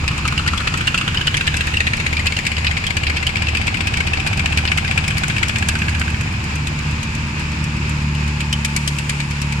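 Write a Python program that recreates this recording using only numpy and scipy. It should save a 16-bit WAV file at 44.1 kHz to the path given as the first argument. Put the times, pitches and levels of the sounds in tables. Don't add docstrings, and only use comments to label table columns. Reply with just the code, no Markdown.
import sys
import numpy as np
from scipy import signal
from scipy.fft import rfft, irfft
from scipy.io import wavfile
from scipy.ndimage import uniform_filter1d

SR = 44100
rng = np.random.default_rng(int(sys.argv[2]) if len(sys.argv) > 2 else 0)


def ratio(d):
    e = np.asarray(d, float) / 20
    return 10 ** e


def waveform_to_disk(signal):
    frames = np.transpose(np.atleast_2d(signal))
    scaled = np.clip(frames, -1, 1) * 32767
    samples = np.round(scaled).astype(np.int16)
    wavfile.write(sys.argv[1], SR, samples)


N = 423360
TIME = np.arange(N) / SR


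def evened(x):
    return x / np.sqrt(np.mean(x ** 2) + 1e-20)


def curve(rows, column):
    return np.interp(TIME, [r[0] for r in rows], [r[column] for r in rows])


def colour(x, points):
    f, db = np.transpose(points)
    hz = np.fft.rfftfreq(N, 1 / SR)
    gain_db = np.interp(np.log(hz + 1), np.log(f), db)
    return irfft(rfft(x) * ratio(gain_db), N)


def noise(points):
    return evened(colour(rng.standard_normal(N), points + [(SR / 2, -90)]))


def wander(top_hz):
    t = TIME[::64]
    rates_hz = np.geomspace(top_hz / 12, top_hz, num=20)
    drift = sum(np.sin(2 * np.pi * (f * t + rng.random())) / np.sqrt(f) for f in rates_hz)
    return evened(drift).repeat(64)[:N]


def clicks(s, db):
    train = np.zeros(N)
    train[np.clip(np.round(s * SR).astype(int), 0, N - 1)] = ratio(db)
    return train


def gusts(train, t60_s, echo_db):
    rise_s, echo_s = 0.0013, 0.0095
    ragged_db, ragged_s = 1.9, 0.0012
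    t = TIME[:SR // 5]
    shape = (1 - np.exp(-t / rise_s)) ** 2 * ratio(-60 * t / t60_s)
    shape = shape + ratio(echo_db) * np.interp(t - echo_s, t, shape, left=0)
    size = round(ragged_s * SR)
    tear = uniform_filter1d(uniform_filter1d(rng.standard_normal(N), size=size), size=size)
    return signal.oaconvolve(train, shape / shape.max())[:N] * ratio(ragged_db * evened(tear))


def thumps(train, modes, lead_s):
    t = TIME[:SR // 3]
    ring = sum(ratio(db - 60 * t / t60_s) * np.sin(2 * np.pi * hz * t) for hz, db, t60_s in modes)
    return signal.oaconvolve(train, ring)[round(lead_s * SR):][:N]


def resonate(x, hz, width_hz):
    turn = np.exp(2j * np.pi * np.cumsum(hz) / SR)
    r = np.exp(-np.pi * width_hz / SR)
    return 2 * (turn * signal.lfilter([(1 - r) ** 2], [1, -2 * r, r * r], x / turn)).real


def held(s, values):
    return values[np.clip(np.searchsorted(s, TIME) - 1, 0, None)]


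def rung(envelope, drive, hz, width_hz):
    front = np.maximum(np.diff(envelope, n=2, prepend=envelope[[0, 0]]), 0)
    crack = signal.lfilter([1, -1], [1], front)
    ring = evened(resonate(envelope * drive, hz, width_hz))
    ring = ring + 0.8 * evened(resonate(crack, hz, 0.7 * width_hz))
    return evened(ring) * np.sqrt(np.mean(envelope ** 2))


START_TURNS = (-.785, -.518, -.70)


def crank(speed, engine):
    done = START_TURNS[engine] + np.cumsum(curve(speed, 1)) / SR
    return done, np.interp(np.arange(int(done[-1]) + 1), done, TIME)


def ports(x, loose_hz):
    lag_samples = 17
    hz = np.fft.rfftfreq(N, 1 / SR)
    share = 1 / (1 + (loose_hz / (hz + 1)) ** 3.1)
    right = irfft(np.sqrt(1 - share) * rfft(x[0]) + np.sqrt(share) * rfft(x[1]), N)
    return np.array([np.roll(x[0], lag_samples), right])


def banks(x):
    t = TIME[:SR // 2]
    tail = rng.standard_normal((2, len(t))) * ratio(-60 * t / 2.3) * (t > 0.015)
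    return signal.fftconvolve(x, tail / np.linalg.norm(tail[0]), axes=1)[:, :N]


# (time [s], level [dB])
WAKE_SURGE = [(0.16, 3), (1.07, 1.8), (1.9, 0), (2.14, 2), (2.48, -5.5), (2.73, -1), (3.05, -3.5),
              (3.4, 1.5), (3.79, 2.5), (4.39, 3.5), (4.78, -1), (5.18, 5.5), (5.48, 1.5), (5.86, 2),
              (6.17, 0.5), (6.76, 2), (7.9, 2), (8.66, -5)]
# (frequency [Hz], level [dB])
RUMBLE_SPECTRUM = [(12, -45), (20, -18), (60, -2.5), (81, 0.5), (109, 0.5), (151, 0), (231, -9),
                   (267, -13.5), (303, -12), (464, -29.5), (600, -74), (780, -86), (1320, -120)]
ROAR_SPECTRUM = [(300, -2.5), (500, -6), (700, -12), (950, -0.5), (1400, -2), (2000, -3), (2500, 5),
                 (3100, -6.5), (4000, -7), (5000, -6.5), (6500, -18)]
FIZZ_SPECTRUM = [(3500, -24), (5000, -18.5), (7000, 0.5), (8500, -10), (10500, -20.5), (15000, -33.5)]


def wash():
    rumble_db, roar_db, fizz_db = -28, -27, -39.5
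    lull_db, lull_at_s, lull_s = -5.5, 3.6, 0.78
    apart = np.array([noise(RUMBLE_SPECTRUM), noise(RUMBLE_SPECTRUM)])
    rumble = noise(RUMBLE_SPECTRUM) + ratio(-15.5) * apart
    swell_db = 0.64 * wander(25)
    surge_db = curve(WAKE_SURGE, 1)
    lull = lull_db * np.exp(-((TIME - lull_at_s) / lull_s) ** 2)
    roar_gain = ratio(roar_db + 0.15 * surge_db + swell_db)
    fizz_gain = ratio(fizz_db + lull + swell_db)
    air = [roar_gain * noise(ROAR_SPECTRUM) + fizz_gain * noise(FIZZ_SPECTRUM) for _ in "lr"]
    return ports(air, 670), rumble * ratio(rumble_db + surge_db)


# (time [s], 1st order [dB], 2nd order over 1st [dB])
INBOARD_LEVELS = [(0, -34, 0), (.3, -35, 9.5), (.8, -24.5, -15.5), (1.1, -34, -12), (1.5, -30.5, 2),
                  (2.4, -25.5, -26), (3.6, -30.5, -32), (4, -29, -17), (4.5, -23.5, -12), (5.1, -29.5, 2),
                  (5.5, -30, -6.5), (5.85, -19.5, -12), (6.25, -26, -8.5), (6.9, -28, 5), (7.25, -27, -6.5),
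                  (7.5, -25.5, -2), (8.4, -23, 1), (9.2, -28.5, 2.5)]
# (multiple of firing [1], level [dB])
INBOARD_MINOR = [(.5, -45), (1.5, -37), (2.5, -41), (3.5, -48), (4, -47), (4.5, -51), (5, -52), (8.25, -57),
                 (12, -50), (13, -52), (14, -53), (16, -52)]
# (time [s], firing rate [1/s])
INBOARD_RATE = [(0.0, 74.564), (1.55, 74.623), (1.7, 74.882), (3.3, 75.164), (5.95, 75.276), (8.25, 73.879),
                (8.4, 73.197), (9.6, 71.43)]


def inboard():
    hull_hz, hull_width_hz, hull_db = 896, 190, -11
    nearing_db_per_s = 1.18
    turns = 2 * np.pi * crank(INBOARD_RATE, 2)[0]
    first, rasp = curve(INBOARD_LEVELS, 1), curve(INBOARD_LEVELS, 2)
    third = -44 + 0.39 * (first - first.mean()) + 0.033 * rasp + nearing_db_per_s * TIME
    main = sum(ratio(db + 1.8 * wander(6)) * np.cos(k * turns)
               for k, db in enumerate((first, first + rasp, third), 1))
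    minor = sum(ratio(db + 1.17 * wander(4)) * np.cos(k * turns + (0.25 + 0.08 * k) * wander(8))
                for k, db in INBOARD_MINOR)
    hum = resonate(rng.standard_normal(N), np.full(N, hull_hz), hull_width_hz)
    hull = ratio(third + hull_db) * evened(hum)
    return hull - np.sqrt(2) * (main + minor * ratio(third + 34))


# (time [s], left puff [dB], right puff [dB], left crest [Hz], right crest [Hz])
FAST_PATH = [(0, -28.5, -26, 1180, 1150), (.5, -16.5, -21.5, 1360, 1170), (1, -16, -15.5, 1450, 2930),
             (1.7, -14.5, -15, 1810, 2640), (2.25, -14, -20, 2190, 2230), (3, -16, -25.5, 2300, 1690),
             (3.8, -13.5, -22.5, 2400, 1710), (4.6, -15.5, -20, 2460, 1620),
             (5.4, -13.5, -20.5, 2420, 1640), (6, -20.5, -18, 2210, 1600), (6.35, -33, -29.5, 2470, 1760),
             (6.9, -46, -37, 2400, 1750)]
# (time [s], firing rate [1/s])
FAST_RATE = [(0.0, 13.855), (1.3, 15.209), (1.5, 15.042), (1.85, 15.423), (3.75, 15.533), (3.9, 15.204),
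             (4.4, 15.485), (6.35, 15.382), (6.9, 14.843)]
# (order [1], pipe turned away [dB], pipe turned our way [dB])
FAST_THUMP = [(1, -57, -58), (2, -33.5, -36), (3, -82, -44), (4, -55, -36), (5, -27.5, -40), (6, -27, -26),
              (7, -36.5, -27.5), (8, -67, -35), (9, -35.5, -58), (10, -35, -49), (11, -55, -37),
              (12, -41.5, -52), (14, -46, -47)]
# (frequency [Hz], level [dB])
PUFF_SPECTRUM = [(300, -9.5), (500, -14), (1000, -7), (1500, -5), (2000, -6.5), (2500, 0.5), (3100, -3),
                 (4000, -4.5), (5500, -17), (7000, -11.5), (8500, -17), (10500, -27), (15800, -41)]


def fast_engine():
    done, s = crank(FAST_RATE, 1)
    s = s[s < FAST_PATH[-1][0]]
    luck = rng.standard_normal((len(s), 3))
    left_hz, right_hz = curve(FAST_PATH, 3), curve(FAST_PATH, 4)
    turn_from_s, turn_s = 3.45, 2.1
    facing = np.clip((TIME - turn_from_s) / turn_s, 0, 1)

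    puffs = gusts(clicks(s, 1.83 * luck[:, 0]), 0.034, -20)
    puffs = puffs + 0.14 + 0.22 * np.exp(-TIME / 0.49)
    late_s = TIME - 0.91 / left_hz
    air = [puffs * noise(PUFF_SPECTRUM) for _ in "lr"]
    air = ports([x + 0.34 * np.interp(late_s, TIME, x) for x in air], 2100)

    white = rng.standard_normal(N)
    drift = 1 + 0.053 * held(s, luck[:, 2])
    crests = [rung(puffs, white, hz * drift, 380) for hz in (left_hz, right_hz)]
    crests[0] = crests[0] + 0.2 * rung(puffs, white, 2 * left_hz * drift, 610) * (1 - facing)
    port_db = np.array([curve(FAST_PATH, 1) - 2.5, curve(FAST_PATH, 2) - 2.6])
    air = (air + ratio(1.0) * np.array(crests)) * ratio(port_db)

    ring_peak_s, ring_s = 4.2, 1.7
    ring_db = -27 + 9 * np.exp(-((TIME - ring_peak_s) / ring_s) ** 2)
    strikes = clicks(s + 0.0004 * luck[:, 2], 1.2 * luck[:, 1])
    ring = thumps(strikes, [(765, 0, 0.075), (690, -5, 0.06)], 0.014) * ratio(ring_db)
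    knock = thumps(clicks(s, luck[:, 0]), [(489, -30.5, 0.043)], 0) * (1 - facing)

    turns = 2 * np.pi * (done - 0.018)
    close_db, close_s, gone_s, gone_db_per_s = 4.5, 0.24, 6.35, 51
    thump_db = -4 + close_db * np.exp(-TIME / close_s) - gone_db_per_s * np.maximum(TIME - gone_s, 0)
    thump = sum(ratio(away + facing * (near - away) + 1.3 * wander(4)) * np.cos(k * turns)
                for k, away, near in FAST_THUMP)
    return air + knock + ring * np.array([[-0.5], [1]]), -np.sqrt(2) * thump * ratio(thump_db)


# (time [s], firing rate [1/s])
SLOW_RATE = [(0.0, 10.096), (5.55, 9.89), (6.1, 9.482), (6.3, 8.596), (6.6, 8.692), (6.75, 8.421),
             (8.05, 7.811), (8.35, 7.824), (8.6, 8.369), (8.75, 8.795), (9.2, 9.411), (9.6, 9.243)]
# (time [s], hiss [dB], bark over hiss [dB])
SLOW_THROTTLE = [(0, -36, 11.5), (1.3, -33.5, 11.5), (1.6, -36, 1.5), (2.2, -35, 13.5), (4.1, -38, 12.5),
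                 (4.4, -27.5, 5.5), (4.98, -37.5, 13.5), (5.07, -23.5, -1), (5.7, -27, -1), (5.79, -34, -1),
                 (6.3, -34, 1), (8.03, -43, 6), (8.14, -32.5, -5), (8.42, -31.5, 11.5), (8.55, -21, -0.5),
                 (8.88, -19.5, -1), (8.98, -34, 6), (9.6, -29.5, 7.5)]
# (time [s], extra hiss [dB], extra bark [dB], bright spot [Hz])
HARD_FIRINGS = [(0.077, 5, 6, 2530), (.376, 4, 3.5, 2820), (.475, 8, 6.5, 1940), (.574, 2.5, 1.5, 3320),
                (0.87, 6, 2.5, 2760), (0.975, 7.5, 3, 2720), (1.17, -4.5, 2, 3010), (1.268, 5, 5.5, 3000),
                (1.368, 9, 5.5, 2380), (1.467, 4.5, 4.5, 2720), (1.566, 9.5, 8.5, 2590),
                (1.767, 4, 8.5, 2750), (2.365, 3.5, 2, 2700), (2.465, 9, 4.5, 2290), (2.865, 8, 3.5, 3250),
                (3.167, 4.5, 3, 2490), (3.266, 9.5, 5.5, 3080), (3.569, 7, 2.5, 2420),
                (3.667, 6.5, .6, 2420), (3.869, 8, 3.5, 2570), (3.969, 5.5, 4.5, 2270),
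                (4.27, 5.5, 0, 2450), (4.572, 5.5, 4, 2420), (4.773, 7.5, 3.5, 2580), (6.669, 6.5, 8, 2560),
                (7.028, 6, 7, 2450), (7.148, 4.5, 1, 2600), (7.639, 8.5, 4, 2560), (7.892, 8.5, -7, 2300),
                (9.093, 9.5, 7, 2340)]
# (time [s], extra hiss [dB], extra bark [dB], bright spot [Hz], high spot [Hz])
PULL_FIRINGS = [
    (8.403, 0.5, -2, 2470, 7000),
    (8.526, -1, 0, 3090, 5430),
    (8.646, 0.5, 1, 2350, 5800),
    (8.762, 0, -2, 2300, 7440),
    (8.875, -0.5, -2.5, 3210, 4840),
    (8.984, 6, 3.5, 2580, 7500),
    (9.201, -2, 1, 2360, 6900),
    (9.415, 3, -4, 2700, 5670),
]
# (time [s], level [dB])
WEAK_FIRINGS = [(1.072, -21), (1.667, 1), (3.367, 0), (3.469, -2.5), (4.472, -14), (4.876, -1), (5.28, -3),
                (5.583, -2.5), (6.1, -5), (6.322, -7), (7.27, -8)]


def slow_firings():
    luck_db, usual_spot_hz, spot_spread_hz = 4.2, 2478, 240
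    s = crank(SLOW_RATE, 0)[1]
    luck = rng.standard_normal((len(s), 3))
    hiss_db, bark_db = luck_db * luck[:, 0], luck_db * luck[:, 1]
    spot_hz = usual_spot_hz + spot_spread_hz * luck[:, 2]
    for when, hiss, bark, hz in HARD_FIRINGS:
        k = np.argmin(abs(s - when))
        s[k], hiss_db[k], bark_db[k], spot_hz[k] = when, hiss, bark, hz
    high_hz = rng.uniform(4140, 7630, len(s))
    for when, hiss, bark, hz, high in PULL_FIRINGS:
        k = np.argmin(abs(s - when))
        s[k], hiss_db[k], bark_db[k], spot_hz[k], high_hz[k] = when, hiss, bark, hz, high
    for when, db in WEAK_FIRINGS:
        k = np.argmin(abs(s - when))
        hiss_db[k] = bark_db[k] = db
    when, load_db, over_db = np.transpose(SLOW_THROTTLE)
    over_hiss_db = bark_db - hiss_db + np.interp(s, when, over_db)
    return s, hiss_db + np.interp(s, when, load_db), over_hiss_db, spot_hz, high_hz


# (frequency [Hz], level [dB])
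BARK_SPECTRUM = [(500, -38), (1000, -34), (1500, 1), (2000, 1), (2500, 5), (3100, 3), (4000, 3), (5200, 2),
                 (6500, -35)]
HISS_SPECTRUM = [(3500, -15), (5000, -8), (7000, -1.5), (8500, -1.5), (10500, -14), (13000, -21),
                 (15800, -41)]
# (frequency [Hz], level [dB], t60 [s])
SLOW_MODES = [(70, 2.5, 0.058), (117, -19, 0.12), (152, -4, 0.05)]


def slow_engine():
    s, hiss_db, bark_db, spot_hz, high_hz = slow_firings()
    bark = gusts(clicks(s, hiss_db + bark_db + 3), 0.036, -10.5)
    hiss = gusts(clicks(s, hiss_db + 6), 0.031, -17.5)
    white = rng.standard_normal((4, N))
    barks = [bark * noise(BARK_SPECTRUM) + rung(bark, w, held(s, spot_hz), 400) for w in white[:2]]
    hisses = [hiss * noise(HISS_SPECTRUM) + 0.55 * rung(hiss, w, held(s, high_hz), 820) for w in white[2:]]
    thump = thumps(clicks(s, 0.58 * (hiss_db + bark_db)), SLOW_MODES, 0)
    return ports(ratio(0.5) * np.add(barks, hisses), 1300), -ratio(-10.5) * thump


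def scene():
    slow, slow_bass = slow_engine()
    fast, fast_bass = fast_engine()
    water, rumble = wash()
    air = slow + fast + ratio(-12.5) * banks(slow + fast) + water
    lowpass = signal.butter(2, 5000, fs=SR, output="sos")
    feed = signal.sosfiltfilt(lowpass, air[::-1])
    air = air - 0.2 * np.roll(feed, 22, axis=1)
    return air * ratio(-0.65) + slow_bass + fast_bass + inboard() + rumble


def low_pass(x):
    return signal.sosfilt(signal.butter(12, 15800, fs=SR, output="sos"), x)


# (frequency [Hz], gain [dB])
RIGHT_RESPONSE = [(300, 0), (1100, -0.5), (1350, -1), (1700, 3), (2100, 1.5), (2600, 0), (3200, -1.5),
                  (4000, -12), (5700, -5.5), (7000, -18.5), (8500, -41), (10500, -0.5), (15000, -1)]


def record(dry):
    heard = np.array([dry[0], colour(dry[1], RIGHT_RESPONSE)])
    highpass = signal.butter(2, 18, "highpass", fs=SR, output="sos")
    heard = np.clip(signal.sosfiltfilt(highpass, heard), -0.93, 0.93)
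    lowpass = signal.firwin(255, 15250, fs=SR)
    mix = signal.oaconvolve(heard, lowpass[None], "same")
    return low_pass(mix)


dry = scene()
out = record(dry)
waveform_to_disk(out)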